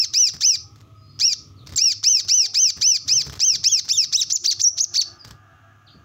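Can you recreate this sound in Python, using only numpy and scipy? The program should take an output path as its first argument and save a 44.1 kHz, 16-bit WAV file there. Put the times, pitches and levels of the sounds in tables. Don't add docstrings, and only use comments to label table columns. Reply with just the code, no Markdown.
import sys
import numpy as np
from scipy import signal
from scipy.fft import rfft, irfft
from scipy.io import wavfile
from scipy.ndimage import uniform_filter1d, minimum_filter1d

SR = 44100
rng = np.random.default_rng(int(sys.argv[2]) if len(sys.argv) > 2 else 0)


def unload_audio(sound):
    columns = np.transpose(np.atleast_2d(sound))
    steps = np.round(np.clip(columns, -1, 1) * 32767)
    wavfile.write(sys.argv[1], SR, steps.astype(np.int16))


N = 266584
TIME = np.arange(N) / SR


def amp(db):
    return 10 ** (np.asarray(db) / 20)


def unit(x):
    return x / np.sqrt(np.mean(x ** 2) + 1e-20)


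def read(points, hz):
    table_hz, value = np.transpose(points)
    return np.interp(np.log(hz + 1), np.log(table_hz + 1), value)


def over_time(points, s):
    return np.interp(s, *np.transpose(points))


def add(mix, start_s, sound):
    at = round(start_s * SR)
    sound = sound[max(-at, 0):]
    part = mix[max(at, 0):][:len(sound)]
    part += sound[:len(part)]


def noise(spectrum, size=N):
    hz = np.fft.rfftfreq(size, 1 / SR)
    white = rfft(rng.standard_normal(size))
    return unit(irfft(white * amp(read(spectrum, hz)), size))


def wander(rate_hz):
    hz = np.fft.rfftfreq(N, 1 / SR)
    white = rfft(rng.standard_normal(N))
    return unit(irfft(white * np.exp(-(hz / rate_hz) ** 2), N))


def edges(size, attack_s=0.0027, release_s=0.006):
    t = np.arange(size) / SR
    ramp = np.minimum(np.minimum(t / attack_s, t[::-1] / release_s), 1)
    return np.sin(np.pi / 2 * ramp) ** 2


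# pitch_hz, level_db
THROAT_RESONANCE = [(1000, -34.5), (1800, -34.5), (2500, -32), (3100, -18), (3600, -15), (4300, -10),
                    (5500, 0), (6200, -3.5), (6700, -11.5), (7300, -12.5), (8300, -30), (10000, -33),
                    (12000, -37.5), (14000, -34), (15000, -26.5)]
# multiple, level_db
SYRINX_HARMONICS = [(1, 0), (2, -4.5), (3, -14), (4, -21.5), (5, -24), (6, -31.5), (7, -37)]
# time_s, level_db
HEAD_AIM = [(0, 0.5), (.5, -0.5), (1.2, -2), (1.8, 0), (2.3, -0.5), (3.1, -1.5), (3.9, 0), (4.5, 2), (5, 0)]
# pitch_hz, level_db
CAGE_RIPPLE = [(2000, -2), (2500, 2.5), (2900, -6.5), (3500, -4), (4450, 3), (4950, -4), (5350, 0),
               (5750, 1), (6050, 6.5), (6600, -4.5), (7000, -2), (8300, 0), (9500, 0.5), (12000, 14)]


def sunbird(jitter=0.0032, slack_jitter=0.044, slack_hz=2150, rasp_db=-20, air_db=-44,
            pure_hz=3500, purity_db=-17, flicker_db=3.0, shimmer_db=1.9):
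    out = np.zeros(N)
    tremble, turbulence = wander(910), noise(THROAT_RESONANCE)
    flicker, shimmer = wander(30), wander(110)
    for start_s, (hz, effort_db) in song():
        here = (round(start_s * SR) + np.arange(len(hz))) % N
        slack = 1 / (1 + (hz / slack_hz) ** 10)
        shaken_hz = hz * (1 + (jitter + slack_jitter * slack) * tremble[here])
        phase = 2 * np.pi * np.cumsum(shaken_hz) / SR
        overtones_db = purity_db * np.maximum(np.log2(hz / pure_hz), 0)
        bright_db = over_time(HEAD_AIM, start_s)
        tone = np.zeros(len(hz))
        for k, (_, harmonic_db) in enumerate(SYRINX_HARMONICS, 1):
            level_db = harmonic_db + read(THROAT_RESONANCE, k * hz) + read(CAGE_RIPPLE, k * hz)
            level_db += np.sqrt(k - 1) * overtones_db
            if k > 2:
                level_db += bright_db + flicker_db * flicker[here * k % N]
            tone += amp(level_db) * (k * hz < SR / 2) * np.sin(k * phase)
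        rasp = (amp(rasp_db) * slack + amp(air_db)) * turbulence[here]
        effort = amp(effort_db + shimmer_db * shimmer[here])
        add(out, start_s, effort * (tone + rasp) * edges(len(hz)))
    return out


# start_s, length_s, rise_s (to the knee), top_s (time to the top),
# drop_s (final drop), up_hz (halfway up), top_hz, down_hz (halfway down), effort_db, tick_db (bill)
CHIRP_NOTES = [ (-.1, 0.16, .015, 0.075, 0.019, 2550, 2780, 2730, -0.5, -45),
               (0.135, 0.17, .012, 0.065, 0.023, 2620, 3026, 2762, 0, -37),
               (0.407, 0.16, 0.028, 0.062, 0.015, 2690, 3087, 2710, 0, -47),
               (1.196, 0.15, .022, .07, 0.019, 2600, 2850, 2510, 0, -23),
               (1.769, 0.17, 0.02, 0.068, 0.024, 2560, 2865, 2662, 0, -34),
               (2.035, 0.18, 0.012, 0.066, 0.02, 2720, 3118, 2750, 0.5, -22),
               (2.282, 0.19, 0.019, 0.077, 0.019, 2850, 3068, 2757, 0, -26),
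               (2.542, 0.17, 0.014, 0.071, 0.013, 2630, 3146, 2766, 0.5, -29.5),
               (2.811, 0.17, 0.016, 0.074, 0.018, 2720, 3072, 2712, 0.5, -46),
               (3.078, 0.15, 0.017, 0.071, 0.015, 2630, 3155, 2705, -0.5, -32),
               (3.399, 0.17, 0.011, 0.06, .02, 2710, 3182, 2756, 0, -21.5),
               (3.638, 0.17, 0.0085, 0.061, 0.017, 2750, 3404, 2767, 1, -25.5),
               (3.887, .169, .013, .053, 0.017, 2820, 3700, 2790, 0, -22),
               (4.124, 0.12, 0.015, 0.062, 0.019, 3000, 3980, 3603, 2, -32),
               (4.299, .08, 0.013, .035, 0.0037, 5610, 7130, 6840, -5, -37),
               (4.44, 0.1, 0.017, .045, 0.022, 3670, 4794, 4440, 0, -36),
               (4.775, .08, .014, 0.059, 0.0047, 6250, 6810, 6280, -7.5, -31),
               (4.939, 0.096, 0.024, 0.043, 0.014, 3035, 4640, 4380, 0.5, -35)]
# time_s, pitch_hz, effort_db
SLURRED_WHISTLE = [(4.593, 1400, -15.5), (4.608, 2830, -3), (4.62, 6750, -1), (4.628, 7460, 5),
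                   (4.64, 6210, 1.5), (4.651, 5525, 2), (4.673, 5725, 2.5), (4.687, 6050, -4),
                   (4.698, 5020, -16)]
# time_s, pitch_hz, effort_db
HIGH_SQUEAK = [(1.758, 2930, -2), (1.762, 6600, -20), (1.765, 7670, 11), (1.772, 7420, -3.5),
               (1.779, 7100, 13), (1.787, 6080, -13), (1.795, 6260, -13), (1.807, 4900, -16)]


def song():
    chirps = [chirp(*row[:-1]) for row in CHIRP_NOTES]
    return chirps + [follow(SLURRED_WHISTLE), follow(HIGH_SQUEAK)]


# pitch_hz, effort_db
PITCH_EFFORT = [(1250, -5.5), (1550, -2), (1950, 1.5), (2300, 3), (2700, 4), (3300, -1.5), (4500, 1.5),
                (7000, 16.5)]


def chirp(start_s, length_s, rise_s, top_s, drop_s, up_hz, top_hz, down_hz, effort_db):
    edge_hz, knee_hz = 1100, 2330
    arch = 1.6
    rounding = 0.043
    fade_db = -0.5
    end_db, end_s = -5.5, 0.042
    t = np.arange(0, length_s, 1 / SR)
    sag_end = length_s - drop_s
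    halfway_up, halfway_down = (rise_s + top_s) / 2, (top_s + sag_end) / 2
    times = np.sort([0, rise_s, halfway_up, top_s, halfway_down, sag_end, length_s])
    pitches = np.array([edge_hz, knee_hz, up_hz, top_hz, down_hz, knee_hz, edge_hz])
    bent = np.sign(times - top_s) * abs(top_hz - pitches) ** (1 / arch)
    swing = np.interp(t, times, bent)
    hz = uniform_filter1d(top_hz - abs(swing) ** arch, size=max(round(rounding * len(t)), 1))
    closing_db = fade_db * t / length_s + end_db * np.exp((t - length_s) / end_s)
    return start_s, [hz, effort_db + read(PITCH_EFFORT, hz) + closing_db]


def follow(rows):
    s, *columns = np.transpose(rows)
    s = np.sort(s)
    t = np.arange(s[0], s[-1], 1 / SR)
    return s[0], [uniform_filter1d(np.interp(t, s, column), size=90) for column in columns]


def onset_noise(level_db=-25, rise_s=0.003, fall_s=0.006, lag_s=0.004):
    swell = np.zeros(N)
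    t = (np.arange(2048) - 1024) / SR
    shape = np.exp(np.minimum(t / rise_s, -t / fall_s))
    for start_s, *_ in CHIRP_NOTES:
        add(swell, start_s + lag_s + t[0], shape)
    return amp(level_db) * swell * noise(THROAT_RESONANCE)


# pitch_hz, level_db
BILL_COLOUR = [(100, -13.5), (500, -10.5), (1300, 1), (2500, -7.5), (5500, 12), (7500, -15), (10000, -33),
               (15000, -38.5)]


def ticks(level_db=0, lead_s=0.0052):
    out, t = np.zeros(N), np.arange(1024) / SR
    shape = (1 - np.exp(-t / .0003)) * np.exp(-t / .0012)
    for start_s, *_, tick_db in CHIRP_NOTES:
        snap = noise(BILL_COLOUR, size=1024) * shape
        add(out, start_s - lead_s, amp(tick_db + level_db) * snap)
    return out


# start_s, rustle_db (feathers), push_db (air), fade_s (of the
FLICKS_AND_THUMPS = [(0.334, -43.5, -42, 0.02), (.757, -57.5, -56, 0.019), (.8, -60.5, -61.5, .02),
                     (1.662, -47.5, -47, 0.021), (1.689, -44, -44.5, 0.0093), (1.72, -41.5, -37, 0.013),
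                     (2.051, -57, -46, 0.059), (2.248, -50, -40.5, 0.011), (2.764, -50.5, -45, 0.15),
                     (3.058, -57, -44, 0.056), (3.102, -41, -39, 0.086), (3.26, -46.5, -37, 0.024),
                     (3.297, -33, -35, 0.0029), (3.321, -39.5, -47, 0.011), (3.353, -45.5, -49.5, 0.042),
                     (3.529, -48, -37.5, 0.029), (3.846, -47, -45, 0.013), (4.271, -71, -49.5, 0.046),
                     (5.243, -53.5, -44.5, 0.027), (5.274, -47.5, -54, 0.013), (5.304, -50, -46.5, 0.014),
                     (5.945, -78.5, -44.5, 0.025)]
# pitch_hz, level_db
FEATHER_COLOUR = [(200, 4.5), (600, -5), (1300, 3.5), (2500, -3), (5500, 4), (7500, -5), (10000, -18.5),
                  (15000, -11.5)]
# pitch_hz, level_db
AIR_COLOUR = [(20, -32.5), (40, -18), (62, 4.5), (110, 9), (250, -8.5), (500, -13), (1500, -39.5),
              (5000, -92)]


def wings(rustle_gain_db=1, push_gain_db=2, grain_db=6.0, rise_s=0.0025, settle_db=-15, settle_s=0.019):
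    rustle, push = np.zeros(N), np.zeros(N)
    t = np.arange(8192) / SR
    rise = 1 - np.exp(-t / rise_s)
    settling = amp(settle_db) * np.exp(-t / settle_s)
    for start_s, rustle_db, push_db, fade_s in FLICKS_AND_THUMPS:
        add(rustle, start_s, amp(rustle_db) * rise * (np.exp(-t / fade_s) + settling))
        add(push, start_s, amp(push_db) * rise * np.exp(-t / (2 * fade_s)))
    grain = amp(rustle_gain_db + grain_db * wander(242))
    return grain * rustle * noise(FEATHER_COLOUR) + amp(push_gain_db) * push * noise(AIR_COLOUR)


# delay_s, level_db
CLOSE_ECHOES = [(.0011, -24.5), (.0029, -23), (.0047, -16), (.0068, -17)]


def cage(x):
    out = x.copy()
    for delay_s, level_db in CLOSE_ECHOES:
        add(out, delay_s, amp(level_db) * x)
    return out


# pitch_hz, decay_s
ROOM_DECAY = [(200, 0.63), (2000, 0.23), (4000, 0.24), (5500, 0.29), (7000, 0.33), (10000, 0.17),
              (15000, 0.18)]
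# pitch_hz, level_db
ROOM_TINT = [(300, -6.5), (1300, 2.5), (2500, 2.5), (3700, 5), (5000, 5.5), (6500, -3), (8500, -4),
             (12000, 2), (15000, -1.5)]


def room(x, build_s=0.0036):
    hz, t, bands = signal.stft(rng.standard_normal(SR), SR, nperseg=256)
    decay_db = -60 * t / read(ROOM_DECAY, hz)[:, None]
    build = 1 - np.exp(-t / build_s)
    bands = bands * amp(read(ROOM_TINT, hz)[:, None] + decay_db) * build
    tail = signal.istft(bands, SR, nperseg=256)[1]
    return signal.fftconvolve(x, tail / np.linalg.norm(tail))[:N]


# start_s, length_s, first_hz, last_hz, level_db
FAR_WHISTLES = [(.63, 0.057, 838, 786, -57.5), (0.784, 0.35, 655, 636, -61.5),
                (.88, 0.209, 1277, 1237, -54.5), (0.934, 0.3, 4960, 4920, -57.5),
                (1.001, 0.19, 4130, 4500, -60.5), (1.558, 0.073, 4920, 3000, -54.5),
                (1.669, 0.0083, 6000, 3400, -39), (2.401, 0.084, 437, 398, -46),
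                (2.399, 0.067, 890, 657, -46.5), (5.184, 0.048, 5190, 4520, -41.5),
                (5.864, 0.032, 5054, 2530, -47.5), (5.901, 0.031, 4970, 4160, -51)]


def far_birds(waver=0.012):
    out, drift = np.zeros(N), wander(150)
    for start_s, length_s, first_hz, last_hz, level_db in FAR_WHISTLES:
        progress = np.arange(0, length_s, 1 / SR) / length_s
        glide_hz = first_hz + (last_hz - first_hz) * progress
        hz = glide_hz * (1 + waver * drift[:len(progress)])
        whistle = np.sin(2 * np.pi * np.cumsum(hz) / SR)
        add(out, start_s, amp(level_db) * np.sin(np.pi * progress) * whistle)
    return out


# time_s, firing_hz, level_db, bright_db (for the upper resonances)
BIKE_PASS = [(4.202, 84, -94, -33), (4.424, 88.8, -54.5, -60), (4.6, 93.7, -64, -1),
             (4.73, 95.8, -56.5, -28), (4.95, 84, -58.5, -3), (5.098, 93, -57, -5), (5.3, 90.64, -60, 2.5),
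             (5.5, 96.03, -58, -0.5), (6.05, 85.4, -62.5, 3)]
# pitch_hz, half_width_hz (of each filter pass), level_db
EXHAUST_MODES = [(349.5, 12, -0.5), (740, 95, 6.5), (1237, 44, 3), (1350, 154, 9), (1640, 53, 7.5),
                 (2890, 280, -4.5)]


def motorbike(rough=0.77, unsteady=0.012):
    s, *columns = np.transpose(BIKE_PASS)
    firing_hz, level_db, bright_db = (np.interp(TIME, s, column) for column in columns)
    phase = 2 * np.pi * np.cumsum(firing_hz * (1 + unsteady * wander(12.16))) / SR
    firing = np.diff(phase // (2 * np.pi), prepend=0)
    drive = unit(firing - firing.mean()) + rough * rng.standard_normal(N)
    out, power = np.zeros(N), np.zeros(N)
    for k, (hz, half_width_hz, mode_db) in enumerate(EXHAUST_MODES):
        b, a = signal.iirpeak(hz, hz / (2 * half_width_hz), fs=SR)
        ringing = signal.lfilter(b, a, signal.lfilter(b, a, drive))
        gain = amp(mode_db + bright_db * min(k, 2) / 2)
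        out += gain * unit(ringing)
        power += gain ** 2
    return amp(level_db) * out / np.sqrt(power)


# pitch_hz, level_db
FAN_HUM = [(102.3, -52), (123, -62.5), (143.5, -58.5), (205, -74), (225, -70.5), (245.5, -69.5), (266, -68),
           (287, -78), (308, -68.5)]
# pitch_hz, level_db
RUMBLE_COLOUR = [(25, -23.5), (55, -12.5), (95, 3.5), (150, -9.5), (200, -21), (290, -13.5), (550, -27.5),
                 (950, -34.5), (1280, -15), (1600, -59.5), (3500, -32), (7000, -52.5)]
# pitch_hz, level_db
HISS_COLOUR = [(1000, -13), (2500, 1), (4500, -14), (6500, -4), (8500, -23.5), (15000, -17)]
# time_s, level_db
FAN_TURN = [(0, -2), (.7, -4), (1.6, 2), (2.2, -8), (3.5, -1.5), (4.6, -4), (5.4, -9), (6.04, -7.5)]


def fan(hum_db=0, waver=0.62, rumble_db=-48, swell_db=2, hiss_db=-69):
    hum = np.zeros(N)
    for hz, level_db in FAN_HUM:
        line = np.sqrt(2) * np.sin(2 * np.pi * hz * TIME + wander(3.1))
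        hum += amp(level_db) * (1 + waver * wander(3.9)) * line
    rumble = amp(rumble_db + swell_db * wander(6)) * noise(RUMBLE_COLOUR)
    swing = amp(over_time(FAN_TURN, TIME))
    return swing * (amp(hum_db) * hum + rumble) + amp(hiss_db) * noise(HISS_COLOUR)


def scene(wet_db=-21, far_dry_db=-2, far_wet_db=-4, bike_db=1):
    near = cage(sunbird() + onset_noise() + ticks() + wings())
    far = far_birds()
    tail = room(amp(wet_db) * near + amp(far_wet_db) * far + amp(bike_db) * motorbike())
    return (near + amp(far_dry_db) * far + tail + fan())[None]


def record(dry):
    dry = signal.sosfilt(signal.butter(4, 48, "highpass", fs=SR, output="sos"), dry)
    threshold_db, ratio, ceiling_db, recovery_db_per_s = -18, 2, -7.4, 130
    peak_db = 20 * np.log10(1e-9 - minimum_filter1d(-abs(dry[0]), size=180))
    squeeze_db = (peak_db - threshold_db) * (1 - 1 / ratio)
    over_db = np.maximum(squeeze_db, peak_db - ceiling_db).clip(0)
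    fall_db = TIME * recovery_db_per_s
    held_db = np.maximum.accumulate(over_db + fall_db) - fall_db
    duck_db = uniform_filter1d(held_db, size=180)
    lowpass = signal.firwin(511, 15800, window=("kaiser", 9), fs=SR)
    return signal.oaconvolve(dry * amp(-duck_db), lowpass[None], "same")


dry = scene()
out = record(dry)
unload_audio(out)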